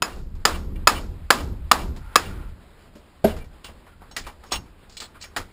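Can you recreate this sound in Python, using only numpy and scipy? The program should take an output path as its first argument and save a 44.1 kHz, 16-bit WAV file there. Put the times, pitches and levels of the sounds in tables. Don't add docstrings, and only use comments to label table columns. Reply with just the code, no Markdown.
import sys
import numpy as np
from scipy import signal
from scipy.fft import rfft, irfft, next_fast_len
from scipy.io import wavfile

SR = 44100
rng = np.random.default_rng(int(sys.argv[2]) if len(sys.argv) > 2 else 0)


def generate_wav(signal):
    frames = np.transpose(np.atleast_2d(signal))
    scaled = np.clip(frames, -1, 1) * 32767
    pcm = np.round(scaled).astype(np.int16)
    wavfile.write(sys.argv[1], SR, pcm)


def gain_from_db(level_db):
    decades = np.asarray(level_db, float) / 20
    return 10 ** decades


N = 243431
TIME = np.arange(N) / SR
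EDGES = 20 * 2 ** np.arange(0, 8.4, 1 / 3)
CENTRES = np.sqrt(EDGES[1:] * EDGES[:-1])

# [t/s, level/dB before the group's gain, lows re level/dB,
# drive of the modes re level/dB, favoured f/Hz]
HAMMER_BLOWS = [(0.021, 8, -3.5, -5, 1360), (0.452, 4, -5.5, -9, 1200), (0.872, 4.5, -5.5, -6, 1186),
                (1.304, 3.5, -5, -8, 1140), (1.714, 2, -4, -10, 1110), (2.157, 1, -6.5, -3.5, 1611)]
STRAP_KNOCKS = [(0.352, -37, 1, -19, 890), (1.962, -30.5, -3, -15, 884), (2.226, -60, -6, -20, 2340),
                (3.365, -32, -7, -5.5, 1413), (3.442, -41, -19, 5, 1390), (3.643, -25.5, -0.5, -1, 3300),
                (3.685, -45, 11, -15.5, 2460), (3.866, -47, 12, 1.5, 1410), (4.018, -49.5, 19, -3, 970),
                (4.111, -39.5, 4, 10.5, 5700), (4.164, -7.5, -12, -5.5, 1980), (4.266, -26.5, 5.5, -9, 910),
                (4.436, -41.5, 13.5, -6, 5700), (4.519, -11.5, 3, 6.5, 5870), (4.895, -34, -9.5, -30, 4860),
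                (4.968, -21.5, -21, 1.5, 3840), (5.001, -19, -10.5, 0, 4100), (5.018, -33.5, 5, -15, 1400),
                (5.154, -51, 19, 1, 1350), (5.212, -21.5, -24.5, -12.5, 2270), (5.222, -32, -21, 6, 4550),
                (5.238, -33, 1, 4.5, 2310), (5.363, -10.5, 0, -2.5, 1620)]
BENCH_THUDS = [(2.952, -36, -12, -11.5, 300), (3.2415, -13.5, -5, 1, 520)]

# [f/Hz, level/dB, t60/s before any cap by the grip]
CLAMPED_MODES = [(315, -15, 0.11), (513, -16, 0.032), (820, -16, 0.13), (1187, 3.5, 0.022),
                 (1106, -13, 0.014), (1306, -8, 0.08), (1440, -14, 0.016), (1700, -8.5, 0.17),
                 (2205, -20, 0.12), (2598, -5.5, 0.13), (3300, -13, 0.018), (4140, -17, 0.018),
                 (5045, 1, 0.094)]
LOOSE_MODES = [(890, -9, .05), (1390, -6, .05), (1900, -6, .06), (2340, -4, .055), (2790, -5, .07),
               (2990, -6, .06), (3400, -5, .055), (3950, -4, .045), (4250, -3, .05), (4600, -5, .055),
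               (5010, -6, .055), (5518, -7, .17)]
BENCH_MODES = [(221, -2, .14), (310, -4, .12), (409, 0, .11), (490, -5, .1), (581, -1, .12), (646, -4, .12),
               (760, -8, .09), (894, -10, .1), (1583, -18, .07)]

# [f/Hz, level re clatter/dB, t60/s]
WALL_WASH = [(300, -11, 0.51), (1170, -17.5, 0.26), (5070, -21, 0.39)]
# [f/Hz, level per Hz/dB]
SHUDDER_SPECTRUM = [(13, -30), (22, 4), (38, -2), (75, -3), (103, -15.5), (187, -12), (225, -16),
                    (432, -21), (625, -38.5), (844, -32.5), (1200, -37), (1560, -72.5), (2640, -120)]
# [f/Hz, width/Hz, level/dB]
FLOOR_NOTES = [(29.7, 14, -12.5), (75.2, 25, -9.5)]
# [t/s, deep shudder level/dB, time until the deep shudder's fast fall/s]
BENCH_JOLTS = [(-0.2, -22, 0.6), (0.02, -31, 0.66), (0.452, -24.5, 0.53), (0.872, -28.5, .38),
               (1.304, -25, .36), (1.714, -25.5, 0.32), (2.157, -26.5, 0.37), (2.951, -51, 0.054),
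               (3.2426, -31.5, 0.21), (3.643, -42.5, .06), (4.164, -40.5, 0.11), (4.519, -32.5, 0.083),
               (5.363, -36.5, 0.056)]
# [f/Hz, level per Hz/dB]
AIR_SPECTRUM = [(59, -31.5), (100, -9), (240, -8.5), (440, -8.5), (1290, -13), (4890, -23.5), (5600, -44.5),
                (7280, -64.5), (12300, -120)]
# [t/s, length/s, level/dB before colouring, favoured f/Hz]
STEEL_SLIDES = [(0.756, 0.01, -46, 2470), (1.952, 0.6, -42, 1134), (2.744, 0.12, -65, 1603),
                (3.271, 0.053, -48, 2900), (3.382, 0.054, -52.5, 2340), (3.634, 0.06, -48, 2930),
                (3.864, 0.094, -55.5, 1400), (4.002, 0.032, -54, 1376), (4.228, 0.078, -46.5, 2260),
                (4.448, 0.083, -59, 5640), (4.508, 0.073, -31, 3170), (4.899, 0.07, -54, 4800),
                (4.998, 0.073, -45, 3900), (5.137, 0.05, -47, 1390), (5.196, 0.053, -51, 4220)]
# [delay/s, length/s, level re the blow's table level/dB, favoured f/Hz]
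CLUTTER_RATTLES = [(0.05, 0.074, -42.5, 2620), (0.043, 0.052, -43, 14000), (0.059, .06, -54.5, 17000),
                   (.12, 0.092, -56, 1390)]
# [t/s, level/dB]
FADE_POINTS = [(0, -11), (.45, -3), (.8, 0)]


def rms_one(x):
    return x / np.sqrt(np.mean(x ** 2, axis=-1, keepdims=True) + 1e-20)


def at_hz(points, hz):
    points = np.array(points)
    return np.interp(np.log(hz), np.log(points[:, 0]), points[:, 1])


def butter(x, order, hz, kind="low"):
    return signal.sosfilt(signal.butter(order, hz, kind, fs=SR, output="sos"), x)


def drift(rate):
    knots = rng.standard_normal(2000)
    return rms_one(np.interp(TIME * rate, np.arange(2000), knots))


def bands(grain_db):
    unevenness = np.minimum(rng.exponential(1, (2, N)), 6)
    white = rms_one(rng.standard_normal((2, N)) * gain_from_db(grain_db * unevenness))
    return np.array([butter(white[k % 2], 2, edge, "band") for k, edge in enumerate(zip(EDGES, EDGES[1:]))])


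def coloured(noise, spectrum, flicker_db, rate):
    shared = drift(rate)
    total = np.zeros(N)
    for band, hz in zip(noise, CENTRES):
        total += band * gain_from_db(at_hz(spectrum, hz) + flicker_db * (shared + drift(rate)))
    return rms_one(total)


def shudder(noise):
    out = coloured(noise, SHUDDER_SPECTRUM, flicker_db=0.83, rate=17)
    for hz, width_hz, db in FLOOR_NOTES:
        b, a = signal.iirpeak(hz, hz / width_hz, fs=SR)
        boom = signal.lfilter(b, a, signal.lfilter(b, a, rng.standard_normal(N)))
        out += gain_from_db(db) * rms_one(boom)
    return rms_one(out)


def shaking(rest_db, gain_db, swell_s, share, sag_db_per_s):
    power = np.full(N, gain_from_db(2 * rest_db))
    for s, db, lasts_s in BENCH_JOLTS:
        t = np.maximum(TIME - s, 0)
        fall_db = 163.5 * np.maximum(t - share * lasts_s, 0)
        swell = 1 - np.exp(-t / swell_s)
        power += (swell * gain_from_db(db + gain_db - sag_db_per_s * t - fall_db)) ** 2
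    return np.sqrt(power)


def rumble(noise):
    split_hz = 110
    whole = shudder(noise)
    deep = butter(whole, 2, split_hz)
    upper = butter(whole, 2, split_hz, "high")
    deep_gain = shaking(rest_db=-50, gain_db=0, swell_s=0.013, share=1, sag_db_per_s=10)
    upper_gain = shaking(rest_db=-49.5, gain_db=5.5, swell_s=0.068, share=.7, sag_db_per_s=41)
    return deep * deep_gain - upper * upper_gain


def room_air(noise):
    return gain_from_db(-53.5) * coloured(noise, AIR_SPECTRUM, flicker_db=1.2, rate=24)


def ring(x, hz, t60):
    r, w = gain_from_db(-60 / (t60 * SR)), 2 * np.pi * hz / SR
    return signal.lfilter([0, np.sin(w)], [1, -2 * r * np.cos(w), r * r], x + 1e-18)


def strike(events, modes, noise, t60, gain_db, body_hz, high_db, rise_s, crack_s, crack_db,
           db_per_octave, chatter_share, longest_s):
    out, drive, t = np.zeros(N), np.zeros((len(modes), N)), TIME[:SR // 2]
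    walls, mode_hz = np.array(WALL_WASH), np.array(modes)[:, :1]
    wash_t60 = at_hz(walls[:, ::2], CENTRES)[:, None]
    wash = gain_from_db(at_hz(walls, CENTRES)[:, None] - 60 * t / wash_t60)
    wash *= np.minimum(t / 0.036, 1)
    clatter_t60 = t60 * (CENTRES / 2000) ** -.2
    clatter = gain_from_db(-60 * t / clatter_t60[:, None])
    crack = gain_from_db(crack_db - 60 * t / crack_s)
    for s, db, low_db, ring_db, favoured_hz in events:
        i = round(s * SR)
        n = min(len(t), N - i)
        rise = gain_from_db(db + gain_db) * np.minimum(t[:n] / rise_s, 1)
        spectrum = [(body_hz / 12, low_db - 28.5), (body_hz / 5, low_db - 5.5), (body_hz / 2, low_db - 4.0),
                    (body_hz, low_db), (2500, (low_db + high_db) / 2 - 5.0), (5500, high_db)]
        colour = at_hz(spectrum, CENTRES)
        colour += 4 * np.exp(-(np.log2(CENTRES / favoured_hz) / 0.45) ** 2)
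        shape = clatter[:, :n] + crack[:n] + wash[:, :n]
        out[i:i + n] += rise * (gain_from_db(colour) @ (shape * noise[:, i:i + n]))
        chatter = gain_from_db(-60 * t[:n] / (chatter_share * t60))
        share_db = -db_per_octave * np.abs(np.log2(mode_hz / favoured_hz))
        share_db += rng.normal(0, 2.5, share_db.shape)
        drive[:, i:i + n] += rise * gain_from_db(ring_db + share_db) * chatter / np.sqrt(np.sum(chatter ** 2))
    drive *= rng.standard_normal(drive.shape)
    for x, (hz, db, mode_t60) in zip(drive, modes):
        out += ring(x, hz, min(mode_t60, longest_s)) * gain_from_db(db)
    return out


def hammer_blows(noise):
    return strike(HAMMER_BLOWS, CLAMPED_MODES, noise, t60=0.16, gain_db=10.0, body_hz=1071.3, high_db=-10,
                  rise_s=0.00031, crack_s=0.015, crack_db=14.0, db_per_octave=4.0, chatter_share=0.51,
                  longest_s=.045)


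def rubbing(noise):
    out, drive = np.zeros(N), np.zeros((len(LOOSE_MODES), N))
    mode_hz = np.array(LOOSE_MODES)[:, :1]
    rattles = [(s + delay, length, db + re_db, hz) for s, db, *_ in HAMMER_BLOWS
               for delay, length, re_db, hz in CLUTTER_RATTLES]
    for s, length, db, favoured_hz in STEEL_SLIDES + rattles:
        part = slice(round(s * SR), round((s + length) * SR))
        stroke = gain_from_db(db) * np.sqrt(signal.windows.tukey(part.stop - part.start, .8))
        colour = gain_from_db(8 - 9 * np.abs(np.log2(CENTRES / favoured_hz)))
        out[part] += stroke * (colour @ noise[:, part])
        drive[:, part] += stroke * gain_from_db(-30 * np.abs(np.log2(mode_hz / favoured_hz)))
    snags = rms_one(rng.standard_normal(N) * gain_from_db(5.5 * np.minimum(rng.exponential(1, N), 6)))
    ringing = sum(gain_from_db(db) * ring(x * snags, hz, t60) for x, (hz, db, t60) in zip(drive, LOOSE_MODES))
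    return out + gain_from_db(-15) * ringing


def strap_knocks(noise):
    return strike(STRAP_KNOCKS, LOOSE_MODES, noise, t60=0.14, gain_db=-3.5, body_hz=1139, high_db=-6,
                  rise_s=0.001, crack_s=0.15, crack_db=-3.5, db_per_octave=16, chatter_share=0.32,
                  longest_s=.17)


def bench_thuds(noise):
    return strike(BENCH_THUDS, BENCH_MODES, noise, t60=0.32, gain_db=8.0, body_hz=571, high_db=-17.0,
                  rise_s=0.002, crack_s=0.022, crack_db=-28.5, db_per_octave=0, chatter_share=.17,
                  longest_s=.17)


def scene():
    smooth, gritty = bands(grain_db=0), bands(grain_db=-2.0)
    hits = hammer_blows(gritty) + strap_knocks(gritty) + bench_thuds(gritty)
    mid = hits + rumble(smooth) + rubbing(gritty[:, ::-1]) + room_air(smooth[:, ::-1])
    return np.array([mid, mid])


def late_gain(x, threshold_db, share, lag_s, attack_s, release_db_per_s):
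    over_db = np.maximum(20 * np.log10(np.abs(x).max(axis=0) + 1e-9) - threshold_db, 0)
    release_db = release_db_per_s * TIME
    held_db = np.maximum.accumulate(over_db + release_db) - release_db
    r = np.exp(-1 / (attack_s * SR))
    cut_db = signal.lfilter([1 - r], [1, -r], np.interp(TIME - lag_s, TIME, held_db))
    return x * gain_from_db(-share * cut_db)


def overload(x):
    return .76 * x / (1 + np.abs(x) ** 6) ** (1 / 6)


def sample_and_hold(x):
    clock_hz = 12000
    x = signal.sosfilt(signal.cheby2(8, 40, 6660, fs=SR, output="sos"), x)
    x = x * (1 + 2 * np.cos(2 * np.pi * clock_hz * TIME))
    size = next_fast_len(N)
    hz = np.arange(size // 2 + 1) * SR / size
    steps = irfft(rfft(x, size) * np.sinc(hz / clock_hz), size)[:, :N]
    return signal.sosfilt(signal.cheby2(20, 40, 15750, fs=SR, output="sos"), steps)


def echoes(x, t60, dull_hz):
    t = TIME[:SR // 2]
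    tail = rng.standard_normal(len(t)) * gain_from_db(-60 * t / t60) * (t > .0004)
    tail = butter(tail, 1, dull_hz)
    return signal.fftconvolve(x, tail / np.sqrt(np.sum(tail ** 2)))[:N]


def two_channels(x):
    blur = echoes(x[0], t60=.02, dull_hz=15000)
    difference = gain_from_db(-36.0) * blur + gain_from_db(-17.0) * butter(blur, 2, 9000, "high")
    side = butter(difference - .028 * x[0], 1, 150, "high")
    return x + side * [[1], [-1]]


def editing_fade(x):
    return x * gain_from_db(np.interp(TIME, *np.transpose(FADE_POINTS)))


def low_pass(x):
    return signal.sosfilt(signal.butter(12, 16130, fs=SR, output="sos"), x)


def record(dry):
    x = late_gain(dry, threshold_db=-2, share=0.68, lag_s=0.0058, attack_s=0.0009, release_db_per_s=171)
    x = sample_and_hold(overload(x))
    mix = editing_fade(two_channels(x))
    return low_pass(mix)


dry = scene()
out = record(dry)
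generate_wav(out)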